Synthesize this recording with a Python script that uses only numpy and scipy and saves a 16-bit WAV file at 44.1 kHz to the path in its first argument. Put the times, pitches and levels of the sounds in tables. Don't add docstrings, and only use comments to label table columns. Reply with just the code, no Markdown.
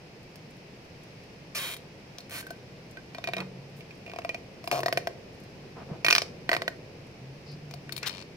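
import sys
import numpy as np
from scipy import signal
from scipy.fft import rfft, irfft
from scipy.io import wavfile
from scipy.ndimage import uniform_filter1d

SR = 44100
rng = np.random.default_rng(int(sys.argv[2]) if len(sys.argv) > 2 else 0)


def output_pcm(signal):
    pcm = np.clip(np.atleast_2d(signal).T, -1, 1) * 32767
    wavfile.write(sys.argv[1], SR, np.round(pcm).astype(np.int16))


N = 368875
T = np.arange(N) / SR

# (time [s], peak level [dB],
# cable ring above that peak [dB])
CLICKS = [(0.3566, -39, -16), (1.7518, -37, -35), (1.7648, -30.5, -20.5), (2.1835, -26.5, -16),
          (2.2044, -36.5, -20), (2.2953, -34.5, -26), (2.4259, -40, -7), (2.4663, -33.5, -11),
          (2.5046, -30, -5), (2.9704, -34, -8), (3.147, -29, -2.5), (3.1829, -31, 1.5),
          (3.2401, -20.5, -12.5), (3.2729, -22, -1.5), (3.2864, -29, 8), (3.3343, -17.5, -9.5),
          (3.3662, -23.5, -5), (3.3814, -24, -13), (3.403, -22.5, -19), (3.8072, -39, -10),
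          (3.9075, -38, -18), (4.063, -35.5, -5), (4.0774, -38, 2), (4.0964, -35.5, 0), (4.116, -33, -17),
          (4.135, -33.5, 5), (4.1606, -31, 3), (4.1864, -26, 3.5), (4.2182, -37.5, -4), (4.2475, -27, 3),
          (4.2918, -20.5, -6.5), (4.3444, -24.5, -6.5), (4.6406, -31.5, -0.5), (4.6744, -24.5, 2),
          (4.7134, -16, 0.5), (4.8037, -24.5, -1), (4.8319, -19.5, -0.5), (4.8597, -14, -2.5),
          (4.882, -17, 1), (4.9256, -14, -6), (4.9729, -10.5, -6), (5.0711, -19, -1), (6.0461, -9.5, -13),
          (6.0637, -9.5, -27), (6.0831, -5.5, -21), (6.1025, -8.5, -28.5), (6.1074, -6.5, -19),
          (6.126, -3.5, -19), (6.1501, -3.5, -23), (6.1611, -9, -18), (6.1809, -5.5, -30),
          (6.2182, -13, -11), (6.4916, -11, -3.5), (6.5149, -14, -4.5), (6.5298, -12.5, -7.5),
          (6.5384, -17.5, -31), (6.548, -17.5, -6.5), (6.565, -14, -5.5), (6.6188, -17, -7),
          (6.6785, -15.5, -10.5), (7.7098, -34, -11), (7.7377, -29, -9), (7.893, -30.5, -25),
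          (7.922, -25, -40), (7.9638, -27, -39.5), (7.9776, -26.5, -29), (8.0295, -22, -43),
          (8.094, -23, -34)]
# (time [s], length [s], speed at start, middle and end [teeth/s], tooth peak level [dB],
# swell in the middle [dB], cable ring above the peak [dB])
FAST_PULLS = [(1.548, 0.199, 602, 520.5, 140, -27, -2, -24.5),
              (2.308, 0.1016, 110.9, 383.7, 196.2, -33, 3, -19),
              (4.724, .071, 258.8, 197, 107.2, -23.5, -6, 4.5), (8.059, .025, 250, 260, 240, -28, 7, -40),
              (8.1055, .125, 94.63, 94.6, 97.2, -35, 1, -30)]
# (time [s], left minus right [dB], bracket above strap [dB],
# crack above bracket [dB], strap focus [Hz], bracket focus [Hz], strap ring time in the glove [factor])
HAND_GRIPS = [(0, -1, 3, -1, 2700, 5300, 0.3), (1.585, 0, 1, 0, 2400, 3500, 0.35),
              (2.1, -0.5, 16.5, -10.5, 2400, 4540, 0.64), (2.25, -1.5, -2.5, 3, 2200, 4500, 0.5),
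              (2.415, 1, -3.5, 1.5, 1590, 4400, 1.45), (2.8, -0.5, -14, -7, 1706, 4400, 1.5),
              (3.06, -1.22, -1, -13, 2350, 3990, 1.62), (3.8, -1.5, -9, -9, 2410, 4970, 1.165),
              (4.5, -1, 1, -6, 2500, 4900, 0.5), (4.818, -0.36, -4.5, -7.5, 1938, 4700, 0.604),
              (5.6, -1, -3, -11, 2420, 4500, 1.0), (6.095, -1, 3, -15, 2450, 5150, .6),
              (6.36, -1, -9, -9, 1903, 4850, 0.438), (7.2, 4.5, 5.5, -11, 2400, 4920, 0.71),
              (7.82, 7, -28.5, -15, 2120, 4500, 0.44), (7.91, 10.5, 12, -6, 2430, 4230, 2.5),
              (8.0, 7, 6, -16.5, 2399, 5740, 1.27), (8.055, 9, 16, -11, 1900, 4250, .6),
              (8.085, 11.5, 2, -24, 2950, 4450, 0.9)]
# (pitch [Hz], base level [dB], base time to fade by 60 dB [s])
CABLE_TONES = [(373, 7, 0.0616), (691, -3, 0.039), (1018, 13, 0.0076)]
STRAP_TONES = [(1555, 17.6, 0.051), (1898, 15.5, 0.032), (2250, 4.5, 0.038), (2420, 15, 0.04),
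               (2634, 11, 0.034), (2974, 5.64, 0.035)]
BRACKET_TONES = [(3250, 6.9, 0.016), (3770, 8.6, 0.017), (4295, 6.7, 0.017), (4760, 4.5, 0.014),
                 (5113, 6.1, 0.017), (5690, 4.5, 0.015)]
# (time [s], length [s], level [dB], band centre [Hz], band width [Hz])
GLOVE_RUBS = [(3.363, 0.077, -39, 610, 960), (5.752, 0.097, -45.5, 606, 925),
              (5.871, 0.11, -43.5, 427, 553), (7.45, 0.11, -54.5, 4700, 900),
              (3.756, 0.063, -64.5, 11000, 8000), (8.018, 0.083, -39.5, 2010, 1520)]
# (time [s], strength [dB], pitch [Hz], time to fade by 60 dB [s])
HAND_KNOCKS = [(5.914, -12, 155, 0.039)]
# (time [s], length [s], first pitch [Hz], last pitch [Hz], level before fading [dB])
HUM_SWELLS = [(3.25, 0.6, 141, 139.8, -46), (3.3, 0.59, 186.2, 178.5, -48),
              (4.68, 0.37, 134.6, 138.7, -45.5), (7.15, 0.3, 128, 148, -45.5), (7.4, 0.54, 150.4, 141, -48),
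              (7.8, 0.32, 138, 132.4, -49.5)]
# (frequency [Hz], relative level [dB])
AIR_SPECTRUM = [(25, -15), (60, -9), (140, 3), (270, -6), (480, -5), (1300, -19.5), (2500, -13.5),
                (3500, -23), (5200, -20), (7500, -35.5), (16000, -43)]
# (time [s], relative level [dB])
RUMBLE_SWELL = [(0, -43.5), (4.0, -42), (6.5, -40), (7.2, -41.5)]

DROP_S, CREEP_S = .001, .0006
CHATTER_S, CHATTER_DB = .003, -19
SNAP_S, SNAP_DB, CRACK_S = .0022, -4, .005
SPIKE_S, SPIKE_DB = .0001, -26
FOCUS_DB, RING_DETUNE = 32, .012
HUM_FADE_S, HUM_FALL_DB, HUM_WAVER_DB, HUM_WANDER = .082, 5.5, 3, .025
RUSTLE_PER_S, RUSTLE_DB = 4.3, -64
AIR_DB, TOP_HZ = -49, 15550


def ratchet():
    time_s, peak_db, cable_db = np.vstack([CLICKS] + [zip_teeth(pull) for pull in FAST_PULLS]).T
    _, bracket_db, crack_db, strap_hz, bracket_hz, ring_scale = grip(time_s)
    count, t = len(time_s), np.arange(2048) / SR
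    after = np.clip(t - DROP_S, 0, None)
    creep = np.clip(DROP_S - t, 0, None) / CREEP_S
    scatter_db = 2 * rng.standard_normal(count)
    push = undb(CHATTER_DB) * rng.standard_normal((count, 400))
    push *= np.exp(-after[:400] / CHATTER_S - creep[:400])
    push[:, int(DROP_S * SR)] = 1
    noise = rng.standard_normal((count, 3, len(t)))
    noise += 1.8 * rng.standard_normal((3, len(t)))
    noise = (noise[:, :2] + .35 * noise[:, 2:]).transpose(1, 0, 2)
    cable = ring(CABLE_TONES, push, t, np.full(count, 680), pan_db=4.3, lead_rad=.74)
    strap = ring(STRAP_TONES, push, t, strap_hz, pan_db=-2.8, lead_rad=-1.71, ring_scale=ring_scale)
    bracket = ring(BRACKET_TONES, push, t, bracket_hz, pan_db=3.2, lead_rad=1.35)
    snap = band(noise, 834, 4420) * np.exp(-after / SNAP_S - creep)
    crack = band(noise, 2540, 18300) * np.exp(-after / CRACK_S - creep) * undb([[[2.5]], [[-2.5]]])
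    spike = np.exp(-((t - DROP_S) / SPIKE_S) ** 2) * np.ones((2, count, 1))
    parts = [(strap, 0), (bracket, bracket_db + scatter_db), (snap, bracket_db / 2 + SNAP_DB),
             (crack, bracket_db + crack_db), (spike, SPIKE_DB)]
    teeth = sum(y * (undb(db) / np.abs(y).max(axis=(0, 2)))[..., None] for y, db in parts)
    peak = lambda y: np.abs(y.mean(axis=0)).max(axis=1)
    teeth = teeth / peak(teeth)[:, None] + cable * (undb(cable_db) / peak(cable))[:, None]
    teeth *= (undb(peak_db) * pan(time_s))[..., None]
    out = np.zeros((2, N + len(t)))
    for k, at in enumerate((time_s * SR).astype(int)):
        out[:, at:at + len(t)] += teeth[:, k]
    return signal.sosfilt(signal.butter(4, 320, "high", fs=SR, output="sos"), out[:, :N])


def zip_teeth(pull, uneven=.06, scatter_db=.89):
    start_s, length, first, middle, last, db, swell_db, cable_db = pull
    progress = np.arange(0, 1, 1 / (length * SR))
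    moved = np.cumsum(np.interp(progress, [0, .5, 1], [first, middle, last])) / SR
    chance = rng.standard_normal((400, 2))
    places = np.cumsum(np.r_[0, 1 + uneven * np.clip(chance[1:, 0], -2, 2)])
    at = np.interp(places[places < moved[-1]], moved, progress)
    peak_db = db + swell_db * np.sin(np.pi * at) + scatter_db * chance[:len(at), 1]
    return np.array([start_s + length * at, peak_db, np.full(len(at), cable_db)]).T


def ring(tones, push, t, focus_hz, pan_db, lead_rad, ring_scale=1):
    hz, db, fade_s = np.transpose(tones)[:, None, :, None]
    chance = rng.standard_normal((len(focus_hz), len(tones), 2))
    octaves_off = np.abs(np.log2(hz / focus_hz[:, None, None]))
    size = undb(db - FOCUS_DB * octaves_off + 1.5 * chance[..., :1])
    size = size * decay(t, fade_s * np.reshape(ring_scale, (-1, 1, 1)))
    pitch = hz * (1 + RING_DETUNE * chance[..., 1:])
    swing = (size * np.exp(2j * np.pi * pitch * t)).sum(axis=1)
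    sides = np.array([undb(k * pan_db / 2) * (swing * np.exp(k * .5j * lead_rad)).imag for k in (1, -1)])
    return signal.fftconvolve(sides, push[None], axes=2)[..., :len(t)]


def grip(time_s):
    table = np.array(HAND_GRIPS)
    row = np.searchsorted(table[:, 0], time_s, side="right") - 1
    return table[np.maximum(row, 0), 1:].T


def pan(time_s):
    db = grip(time_s)[0]
    return undb(np.array([db, -db]) / 2)


def gloves():
    out = np.zeros((2, N))
    for start_s, length, db, hz, width_hz in GLOVE_RUBS:
        at, n = int(start_s * SR), int(length * SR)
        grains = rng.standard_normal((2, 8000))
        grains *= undb(12 * uniform_filter1d(rng.standard_normal(8000), size=100))
        stroke = band(grains + .38 * grains[::-1], hz - width_hz / 2, hz + width_hz / 2)[:, :n]
        out[:, at:at + n] += undb(db) * stroke * signal.windows.tukey(n, .5) * pan(start_s)[:, None]
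    ticks = (rng.random(N) < RUSTLE_PER_S / SR) * undb(6.7 * rng.standard_normal(N))
    ticks = signal.lfilter([1], [1, -np.exp(-1 / (.0069 * SR))], ticks)
    out += undb(RUSTLE_DB) * ticks * band(rng.standard_normal((2, N)), 4000, 13000)
    for start_s, db, hz, fade_s in HAND_KNOCKS:
        t = np.clip(T - start_s, 0, None)
        soft_start = 1 - np.exp(-t / .0076)
        out += undb(db) * np.sin(2 * np.pi * hz * t) * decay(t, fade_s) * soft_start
    return out


def echo(near):
    t = np.arange(int(.6 * SR)) / SR
    walls, housing = (700, 12500, .27, -41.5, .014), (360, 498, 1, -55.5, .33)
    tail = 0
    for lo_hz, hi_hz, fade_s, db, alike in (walls, housing):
        noise = rng.standard_normal((2, len(t)))
        noise = band(noise + alike * noise[::-1], lo_hz, hi_hz)
        tail = tail + undb(db) * noise * decay(t, fade_s) * (t > .004)
    return signal.fftconvolve(near.mean(axis=0)[None], tail, axes=1)[:, :N]


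def hum():
    out = 0
    for start_s, length, first_hz, last_hz, db in HUM_SWELLS:
        progress = np.clip((T - start_s) / length, 0, 1)
        fade = np.clip(np.minimum(progress, 1 - progress) * length / HUM_FADE_S, 0, 1)
        hz = (first_hz + (last_hz - first_hz) * progress) * (1 + HUM_WANDER * wander(12))
        level = undb(db - HUM_FALL_DB * progress + HUM_WAVER_DB * wander(18))
        out = out + fade * level * np.sqrt(2) * np.sin(2 * np.pi * np.cumsum(hz) / SR)
    return out


def air():
    hz = np.maximum(np.arange(N // 2 + 1) * SR / N, 1)
    point_hz, point_db = np.transpose(AIR_SPECTRUM)
    colour = undb(np.interp(np.log(hz), np.log(point_hz), point_db))
    alike = .96 / (1 + (hz / 650) ** 4.27)
    mid, side = rfft(rng.standard_normal((2, N))) * colour * np.sqrt([1 + alike, 1 - alike])
    both = np.array([mid + side, mid - side]) * undb(AIR_DB) / np.std(irfft(mid, N))
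    bass = 1 / (1 + (hz / 800) ** 4)
    time_s, db = np.transpose(RUMBLE_SWELL)
    rumble = irfft(both * bass, N) * undb(np.interp(T, time_s, db - db.min()))
    hiss = irfft(both * (1 - bass), N) * undb(.22 * wander(4.9))
    return rumble + hiss


def undb(db):
    return 10 ** (np.asarray(db) / 20)


def decay(t, fade_s):
    return np.exp(-np.log(1000) * t / fade_s)


def band(x, lo_hz, hi_hz):
    edges = [max(lo_hz, 30), min(hi_hz, 18000)]
    y = signal.sosfilt(signal.butter(2, edges, "band", fs=SR, output="sos"), x)
    return y / np.sqrt(np.mean(y ** 2))


def wander(per_s):
    hold = int(SR / per_s)
    steps = np.repeat(rng.standard_normal(N // hold + 1), hold)
    y = uniform_filter1d(uniform_filter1d(steps, hold), hold)[:N]
    return y / y.std()


def scene():
    near = ratchet() + gloves()
    return near + echo(near) + hum() + air()


def record(dry):
    return signal.sosfilt(signal.ellip(8, .2, 70, TOP_HZ, fs=SR, output="sos"), np.tanh(dry))


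dry = scene()
out = record(dry)
output_pcm(out)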